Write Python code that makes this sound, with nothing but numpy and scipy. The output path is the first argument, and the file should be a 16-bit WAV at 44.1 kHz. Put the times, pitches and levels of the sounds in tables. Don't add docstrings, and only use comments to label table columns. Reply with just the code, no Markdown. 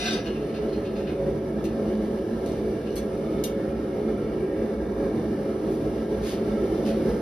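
import sys
import numpy as np
from scipy import signal
from scipy.fft import rfft, irfft, next_fast_len
from scipy.io import wavfile
from scipy.ndimage import uniform_filter1d

SR = 44100
rng = np.random.default_rng(int(sys.argv[2]) if len(sys.argv) > 2 else 0)


def master(y):
    cut = np.clip(np.atleast_2d(y).T, -1, 1)
    pcm = np.round(cut * 32767)
    wavfile.write(sys.argv[1], SR, pcm.astype(np.int16))


N = 317961


def amp(db):
    return 10 ** (np.asarray(db) / 20)


def evened(x):
    return x / np.sqrt(np.mean(x ** 2) + 1e-20)


def read(points, hz):
    f, value = np.transpose(points)
    return np.interp(np.log(hz + 1), np.log(np.abs(f) + 1), value)


def add(mix, s, sound):
    part = mix[:, max(round(s * SR), 0):][:, :sound.shape[1]]
    part += sound[:, :part.shape[1]]


def coloured(x, points):
    size = next_fast_len(x.shape[-1] + 1024)
    gain = amp(read(points, np.fft.rfftfreq(size, 1 / SR)))
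    return irfft(rfft(x, size) * gain, size)[..., :x.shape[-1]]


def turbulence(density, hz):
    size = 2 * (len(hz) - 1)
    spectrum = rfft(rng.standard_normal((2, size))) * density * np.sqrt(SR / 2)
    return irfft(spectrum, size)[:, :N]


def peaks(table, hz):
    return sum((amp(db) / (1 + ((hz - centre) / (0.58 * width)) ** 2)) ** 2 for centre, width, db in table)


def swept(x, gain):
    hz, t, z = signal.stft(x, SR, nperseg=2048, noverlap=1536)
    return signal.istft(z * gain(hz[:, None], t), SR, nperseg=2048, noverlap=1536)[1][:, :N]


# time in seconds, blast in dB before the roar and the jet take their shares of it.
BLAST = [(0, -1.35), (1.7, 0), (3.1, 0.03), (5.3, 0.87), (6.45, 1.5), (6.95, 4.5), (7.21, 6)]
ROAR_FOLLOW, JET_FOLLOW = 0.68, 0.65


def burner_blast(t):
    return np.interp(t, *np.transpose(BLAST))


# frequency in Hz, density in dB per Hz before trim and blast.
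FLAME = [(20, -92), (37, -84), (52, -62.5), (170, -69), (380, -61.5), (520, -66), (720, -71), (1000, -79),
         (1400, -86), (2600, -100), (5000, -112), (16000, -130)]
# centre in Hz, nominal width in Hz, peak in dB per Hz before trim and blast.
HOLLOWS = [(58.3, 12.8, -54), (66.5, 9.2, -63.5), (110.3, 8, -54.5), (148.4, 7.5, -51), (191, 36, -58),
           (216.2, 28.7, -48), (291.7, 33, -53.5), (320.4, 17.3, -48.5), (377.2, 29, -48.5),
           (423.8, 22, -48.5), (482.3, 12.7, -54.5), (522.5, 53, -58.5), (552, 11.3, -50), (658.5, 40, -60),
           (830, 210, -73)]
SWELL_DB, SWELL_S = -3.5, 0.13


def flame_roar(hz, t, trim_db=-0.3):
    density = np.sqrt(amp(read(FLAME, hz)) ** 2 + peaks(HOLLOWS, hz))
    swell_in = SWELL_DB * np.exp(-(t / SWELL_S) ** 4)
    return turbulence(density, hz) * amp(trim_db + ROAR_FOLLOW * burner_blast(t) + swell_in)


# centre in Hz, nominal width in Hz, peak in dB per Hz before the rush level.
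MOUTH = [(1140, 150, -86), (1325, 111, -74.5), (1623, 164, -80.5), (1810, 77, -80), (1987, 55, -83.5),
         (2202, 120, -83), (2368, 94, -86), (2857, 430, -89.5), (3526, 83, -87), (9400, 390, -96)]
WANDER_SHARE, WANDER_DB = .009, 1.0


def mouth(hz, t):
    noise = rng.standard_normal((len(MOUTH), 2, len(t)))
    drift = evened(uniform_filter1d(uniform_filter1d(noise, size=16), size=8))
    wandering = [(centre * (1 + WANDER_SHARE * bend), width, db + WANDER_DB * swell)
                 for (centre, width, db), (bend, swell) in zip(MOUTH, drift)]
    return np.sqrt(peaks(wandering, hz))


# time in seconds, level in dB before trim.
RUSH_LEVEL = [(0, 2), (1.2, 1), (2.4, 1), (3.3, 1.5), (4.2, 2.5), (5.4, 0.7), (6.4, 2.5), (7.21, 3)]


def mouth_rush(hz, t, trim_db=0.48):
    level_db = np.interp(t, *np.transpose(RUSH_LEVEL))
    return swept(turbulence(0.96, hz), mouth) * amp(trim_db + level_db)


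# middle in seconds, half length in seconds, hiss change in dB.
PASSES = [(1.29, 0.93, -1.5), (4.44, 1, -3)]


def shadow(t):
    return sum(change_db * np.exp(-((t - s) / half) ** 2) for s, half, change_db in PASSES)


# frequency in Hz, density in dB per Hz before blast and shadow.
JET = [(500, -110), (2600, -97), (4000, -91.5), (4800, -93.5), (5600, -91), (6600, -100.5), (7300, -98.5),
       (8200, -97), (8800, -99.5), (10500, -99.5), (12200, -106), (13000, -106), (14200, -103),
       (15800, -108)]


def gas_jet(hz, t):
    return turbulence(amp(read(JET, hz)), hz) * amp(JET_FOLLOW * burner_blast(t) + shadow(t))


# middle in seconds, half length in seconds, centre in Hz,
# half width in octaves, change in dB.
SWELLS = [(.62, 0.18, 434, 0.043, 8), (1.248, 0.089, 552, 0.056, 15), (1.63, 0.099, 325, .053, 8.5),
          (1.8, 0.43, 216.4, 0.037, 7.5), (4.43, .13, 386, 0.049, 11), (4.503, 1.4, 657, .053, -5),
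          (5.2, 0.12, 544, 0.085, -7), (5.24, 0.12, 327, 0.086, 8), (4.948, .12, 58, 0.22, 11),
          (6.92, 0.11, 220, 0.039, 5.5), (1.603, 1.4, 1360, .15, -0.5), (5.1, 0.48, 1770, 0.12, 3.5)]


def swelling(hz, t):
    total_db = 0
    for s, half, centre, octaves, db in SWELLS:
        off_pitch = np.log2((hz + 1) / centre) / octaves
        total_db = total_db + db * np.exp(-((t - s) / half) ** 2 - off_pitch ** 2)
    return amp(total_db)


def rippled(x, fixed_db, drift_db):
    hz, _, z = signal.stft(x, SR, nperseg=2048, noverlap=1536)
    still = evened(uniform_filter1d(rng.standard_normal((2, len(hz), 1)), size=2, axis=1))
    drift = uniform_filter1d(rng.standard_normal(z.shape[1:]), size=4, axis=0)
    drift = evened(uniform_filter1d(drift, size=22, axis=1))
    depth = read([(500, 0.054), (1100, 1.0), (4000, 1.0), (10000, 0.0)], hz)[:, None]
    ripple = amp(depth * (fixed_db * still + drift_db * drift))
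    return signal.istft(z * ripple, SR, nperseg=2048, noverlap=1536)[1][:, :N]


def burner(flutter_db=0.88):
    hz = np.fft.rfftfreq(2 * next_fast_len(N // 2 + 1), 1 / SR)
    t = np.arange(N) / SR
    fire = swept(flame_roar(hz, t) + mouth_rush(hz, t), swelling)
    flutter = evened(uniform_filter1d(rng.standard_normal(N), size=2500))
    return rippled(fire + gas_jet(hz, t), fixed_db=1.5, drift_db=1.7) * amp(flutter_db * flutter)


# frequency in Hz, t60 in seconds.
ROOM = [(200, 0.36), (2000, 0.44), (6000, 0.19), (14000, 0.21)]


def workshop(x, wet_db):
    t = np.arange(SR // 2) / SR
    taps = rng.standard_normal((2, len(t))) * (t > .003)
    hz, when, z = signal.stft(taps, SR, nperseg=256)
    tail = signal.istft(z * amp(-60 * when / read(ROOM, hz)[:, None]), SR, nperseg=256)[1]
    tail *= amp(wet_db) / np.linalg.norm(tail[0])
    tail[:, 0] += 1
    return signal.fftconvolve(x, tail, axes=1)


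def steel(length, tilt_db, modes, crack_colour, crack_db, crack_s, wet_db, uneven_db, touches_per_s, shimmer):
    t = np.arange(SR // 2) / SR
    hz, db, t60 = np.transpose(modes)[:, :, None]
    touching = (rng.random(len(t)) < touches_per_s / SR) * (t < length)
    blows = .5 * rng.standard_normal(len(t)) * touching
    blows[0] = 1
    energy = np.array([signal.lfilter([1], [1, -amp(-60 / SR / life) ** 2], blows ** 2) for life in t60[:, 0]])
    weight = amp(db + tilt_db * np.log2(hz / 4000) + uneven_db * rng.standard_normal(hz.shape))
    waver = rng.random((2, len(hz), len(t)), np.float32) - .5
    waver = evened(uniform_filter1d(waver, size=600))
    phase = np.float32(2 * np.pi * (hz * t + rng.random((2, len(hz), 1)))) + np.float32(shimmer) * waver
    ring = (weight * np.sqrt(energy) * np.sin(phase)).sum(1)
    tilted = [(f, d + tilt_db * np.log2(max(f / 4000, .5))) for f, d in crack_colour]
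    snap = coloured(rng.standard_normal((2, len(t))), tilted) * np.exp(-t / crack_s)
    snaps = signal.fftconvolve(blows[None], snap, axes=1)[:, :len(t)]
    crack = workshop(snaps, wet_db)[:, :len(t)]
    sound = evened(ring) + amp(crack_db) * evened(crack)
    loudest = uniform_filter1d((sound ** 2).mean(0), size=1024).max()
    return sound / np.sqrt(loudest)


# mode in Hz, level in dB hanging free, level in dB held in the hand,
# t60 in seconds. Levels are relative, before tilt and favour.
TONGS = [(712, -1, -12, .4), (1300, -12, -10, .3), (1561, 3, -7, .28), (1658, -5, -3, .32),
         (2040, -5, -9, .3), (2478, -4, -6, .32), (2513, -4, -1, .28), (2718, -1, 3, .25),
         (2887, -4, -2, .36), (3010, -7, -6, .28), (3085, -18, -3, .22), (3250, -14, -9, .25),
         (3424, -17, -12, .3), (3580, -7, -5, .24), (3700, 3, -6, .27), (3876, -15, -10, .25),
         (4107, 0, -8, .22), (4200, -7, -1, .3), (4270, -11, -3, .3), (4680, -11, -8, .2),
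         (4782, -2, -7, .25), (4880, -14, -6, .22), (5243, -13, -12, .25), (5380, -18, -10, .2),
         (5470, -7, -10, .2), (5686, -7, -13, .6), (5805, -6, -14, .3), (6210, -11, -13, .2),
         (6440, -10, -12, .17), (7120, -10, -16, .17), (7820, -6, -13, .17), (8500, -15, -18, .15),
         (9250, -16, -19, .2), (10100, -17, -21, .2), (10450, -17, -21, .2), (12000, -22, -26, .2)]
# start in seconds, loudest short-term level in dB, chatter length in seconds,
# treble tilt in dB per octave, grip from 0 (free) to 1 (held), frequency in Hz that the contact favours.
RATTLES = [(0, -30.5, .04, 0, 0, 3700), (.04, -34.5, .016, 1, 0, 1620), (.055, -28.5, 0.011, -1.5, 0, 3800),
           (.072, -30, 0.019, -1.5, 0.2, 2520), (.108, -32.5, 0.013, 0, 0.1, 3570),
           (.127, -34.5, 0.011, 2, 0, 4800), (0.151, -38, .03, -2, 0.5, 5700),
           (.245, -48, .012, -4, .8, 2700), (.258, -39.5, .022, -3, 1, 2930),
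           (.338, -47.5, .025, -4, .6, 2700), (.405, -55, .03, -3, 1, 4250), (.493, -51, .004, -7, 1, 4250),
           (0.542, -46, .03, -2.5, 0.95, 4250), (.6, -53, .04, -9, 0.9, 2500),
           (.684, -55, .02, 2, 0.9, 4250), (0.725, -49.5, .008, 2, 1, 4250),
           (.742, -51, .008, -4, 0.9, 2500), (0.839, -54, .01, -1, 1, 2700),
           (.851, -48.5, .018, -3, 1, 3670), (.957, -49.5, .01, -1, 0.9, 4850),
           (0.969, -50, .025, 1, 0.7, 2550), (1.02, -55, .02, 2, 1, 2700),
           (1.07, -44.5, .03, -6, 0.9, 1680), (1.641, -49.5, .014, 3, 0.9, 2500),
           (2.859, -51, .025, -2, 1, 2900)]
TONGS_CRACK_DB = (-9, -8)
FAVOUR_DB, FAVOUR_OCTAVES = 4.5, .13


def tongs():
    colour = [(300, -22), (800, 0), (2800, 3.5), (4200, 3), (6000, -2), (8000, -11), (10500, -9),
              (13000, -19), (15800, -26)]
    out = np.zeros((2, N))
    hz, free, held, t60 = np.transpose(TONGS)
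    for s, level_db, length, tilt_db, grip, favoured_hz in RATTLES:
        favour = FAVOUR_DB * np.exp(-(np.log2(hz / favoured_hz) / FAVOUR_OCTAVES) ** 2)
        db = free + np.clip(grip, 0, 1) * (held - free) + favour
        crack_db = np.interp(grip, [0, 1], TONGS_CRACK_DB)
        rattle = steel(length, tilt_db, np.transpose([hz, db, t60]), colour, crack_db, crack_s=.002,
                       wet_db=4, uneven_db=2, touches_per_s=800, shimmer=.6)
        add(out, s, amp(level_db) * rattle)
    return out


# mode in Hz, relative level in dB before tilt, t60 in seconds.
JAWS = [(1960, -11, .3), (2293, -5, .3), (2835, 2, .34), (3246, -3, .22), (3690, 7, .17), (3900, 1, .11),
        (4130, 4, .12), (4400, -3, .14), (4850, -6, .17), (5776, -1, .17), (5940, 0, .22), (6670, 3, .13),
        (7450, -2, .14), (8650, -6, .12), (8930, 1, .14), (9260, -5, .15), (9738, -2, .13),
        (10270, -3, .15), (11560, -6, .15), (12960, -3, .15), (13220, -3, .15), (13600, -5, .15)]
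# start in seconds, loudest short-term level in dB,
# chatter length in seconds, treble tilt in dB per octave.
CLANK = [(1.642, -47, .003, 0), (1.655, -54, .003, 0), (3.4387, -30.5, .001, 3.5)]


def jaws():
    colour = [(300, -15), (1500, -4), (3000, 0), (3550, 8), (4100, 10), (4900, -1), (6500, 1), (9000, 0),
              (11500, -4), (13400, -1), (14300, -12), (15800, -12)]
    out = np.zeros((2, N))
    for s, level_db, length, tilt_db in CLANK:
        clank = steel(length, tilt_db, JAWS, colour, crack_db=-2.5, crack_s=.001,
                      wet_db=1, uneven_db=1, touches_per_s=400, shimmer=.6)
        add(out, s, amp(level_db) * clank)
    return out


# mode in Hz, relative level in dB before tilt, t60 in seconds.
BAR = [(2050, -7, .2), (2250, -8, .2), (2820, -6, .28), (3381, -7, .28), (4130, -4, .12), (4290, 2, .13),
       (4540, -3, .12), (5566, -1, .15), (5900, -7, .12), (6202, 2, .14), (7250, -5, .12), (7520, -3, .12),
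       (7810, 8, .12), (8400, -8, .12), (9000, -7, .12), (9350, -7, .11), (9660, -4, .1), (10640, -2, .14),
       (11600, -11, .11), (12450, -6, .11), (12750, -5, .1), (13400, -13, .1)]
# start in seconds, loudest short-term level in dB, chatter length in seconds,
# treble tilt in dB per octave, crack against ring in dB.
KNOCKS = [(1.654, -50, .003, -5, 0), (2.461, -48, .002, -3, 4), (2.487, -50, .003, -3, -7),
          (2.519, -51, .012, -2, 3), (2.575, -58, 0.037, -9, 8), (2.71, -60, .003, -5, 6),
          (2.793, -61, .025, -7, 8), (2.905, -56, .04, -7, 7), (2.957, -43.5, .003, 4, -1),
          (2.964, -39.5, 0.0089, -2, -6), (2.975, -43, .012, -1, -7)]


def bar():
    colour = [(300, -12), (1500, 0), (3200, 1), (4300, 5), (6000, 3), (7800, 1), (10000, -2), (12700, -4),
              (15800, -13)]
    out = np.zeros((2, N))
    for s, level_db, length, tilt_db, crack_db in KNOCKS:
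        knock = steel(length, tilt_db, BAR, colour, crack_db, crack_s=.0012,
                      wet_db=1, uneven_db=1, touches_per_s=500, shimmer=.6)
        add(out, s, amp(level_db) * knock)
    return out


# start in seconds, length in seconds, level in dB before the stroke shapes it,
# treble tilt in dB per octave.
SCUFFS = [(5.694, 0.081, -54, 5), (6.214, 0.15, -38.5, 0.5), (6.844, 0.082, -37, -0.5)]
# frequency in Hz, relative level in dB before tilt.
GRIT = [(100, -5), (350, 22), (800, -6), (1600, 2.5), (3000, 5), (4500, 3.5), (6200, 0), (8000, -3),
        (10500, -4.5), (14000, -13)]


def shoes(grain_db=3.6, wet_db=-1):
    out, t = np.zeros((2, N)), np.arange(SR // 3) / SR
    for s, length, level_db, tilt_db in SCUFFS:
        spikes = amp(grain_db * np.minimum(rng.exponential(1, len(t)), 5))
        grains = rng.standard_normal((2, len(t))) * spikes
        clumps = amp(2.2 * evened(uniform_filter1d(rng.standard_normal(len(t)), size=110)))
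        stroke = np.abs(np.sin(np.pi * np.minimum(t / length, 1))) ** .7
        colour = [(hz, db + tilt_db * np.log2(hz)) for hz, db in GRIT]
        scrape = workshop(evened(coloured(grains * clumps, colour)) * stroke, wet_db)
        add(out, s, amp(level_db) * scrape / np.sqrt(1 + amp(wet_db) ** 2))
    return out


# frequency in Hz, likeness from 0 to 1.
LIKENESS = [(60, .9995), (200, .992), (380, .975), (650, .9), (1000, .58), (1340, .3), (2200, .68),
            (3000, .65), (4500, .4), (5600, .55), (6600, .7), (7300, .99), (8400, .99), (9500, .8),
            (10800, .99), (12800, .99), (13800, .8), (15000, .98)]
# frequency in Hz, lead of the left in radians.
LEAD = [(60, 0), (250, -.03), (600, -.1), (1030, .8), (2150, -.2), (3100, .8), (4400, .4), (5400, -1.4),
        (6700, -2.1), (7300, -3.05), (8300, -3.25), (9400, -4.7), (10600, -6.1), (12700, -6.5), (14200, -8),
        (14900, -9.3)]
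# frequency in Hz, left minus right in dB.
BALANCE_DB = [(60, 0), (200, -.8), (400, -1.2), (700, -1.8), (1300, -1.8), (2800, .8), (5500, 1.1),
              (10000, 0)]


def ports(pair):
    size = next_fast_len(N + 2048, True)
    hz = np.fft.rfftfreq(size, 1 / SR)
    common, other = rfft(pair, size)
    alike = np.clip(read(LIKENESS, hz), 0, 1)
    right = (alike * common + np.sqrt(1 - alike ** 2) * other) * np.exp(-1j * read(LEAD, hz))
    lean = amp(read(BALANCE_DB, hz) / 2)
    return irfft(np.array([common * lean, right / lean]), size)[:, :N]


def scene():
    return ports(burner() + tongs() + jaws() + bar() + shoes())


EDGE_HZ = 15800


def record(dry):
    lowpass = signal.firwin(255, EDGE_HZ, window=("kaiser", 9), fs=SR)
    return signal.oaconvolve(dry, lowpass[None], "same")


dry = scene()
out = record(dry)
master(out)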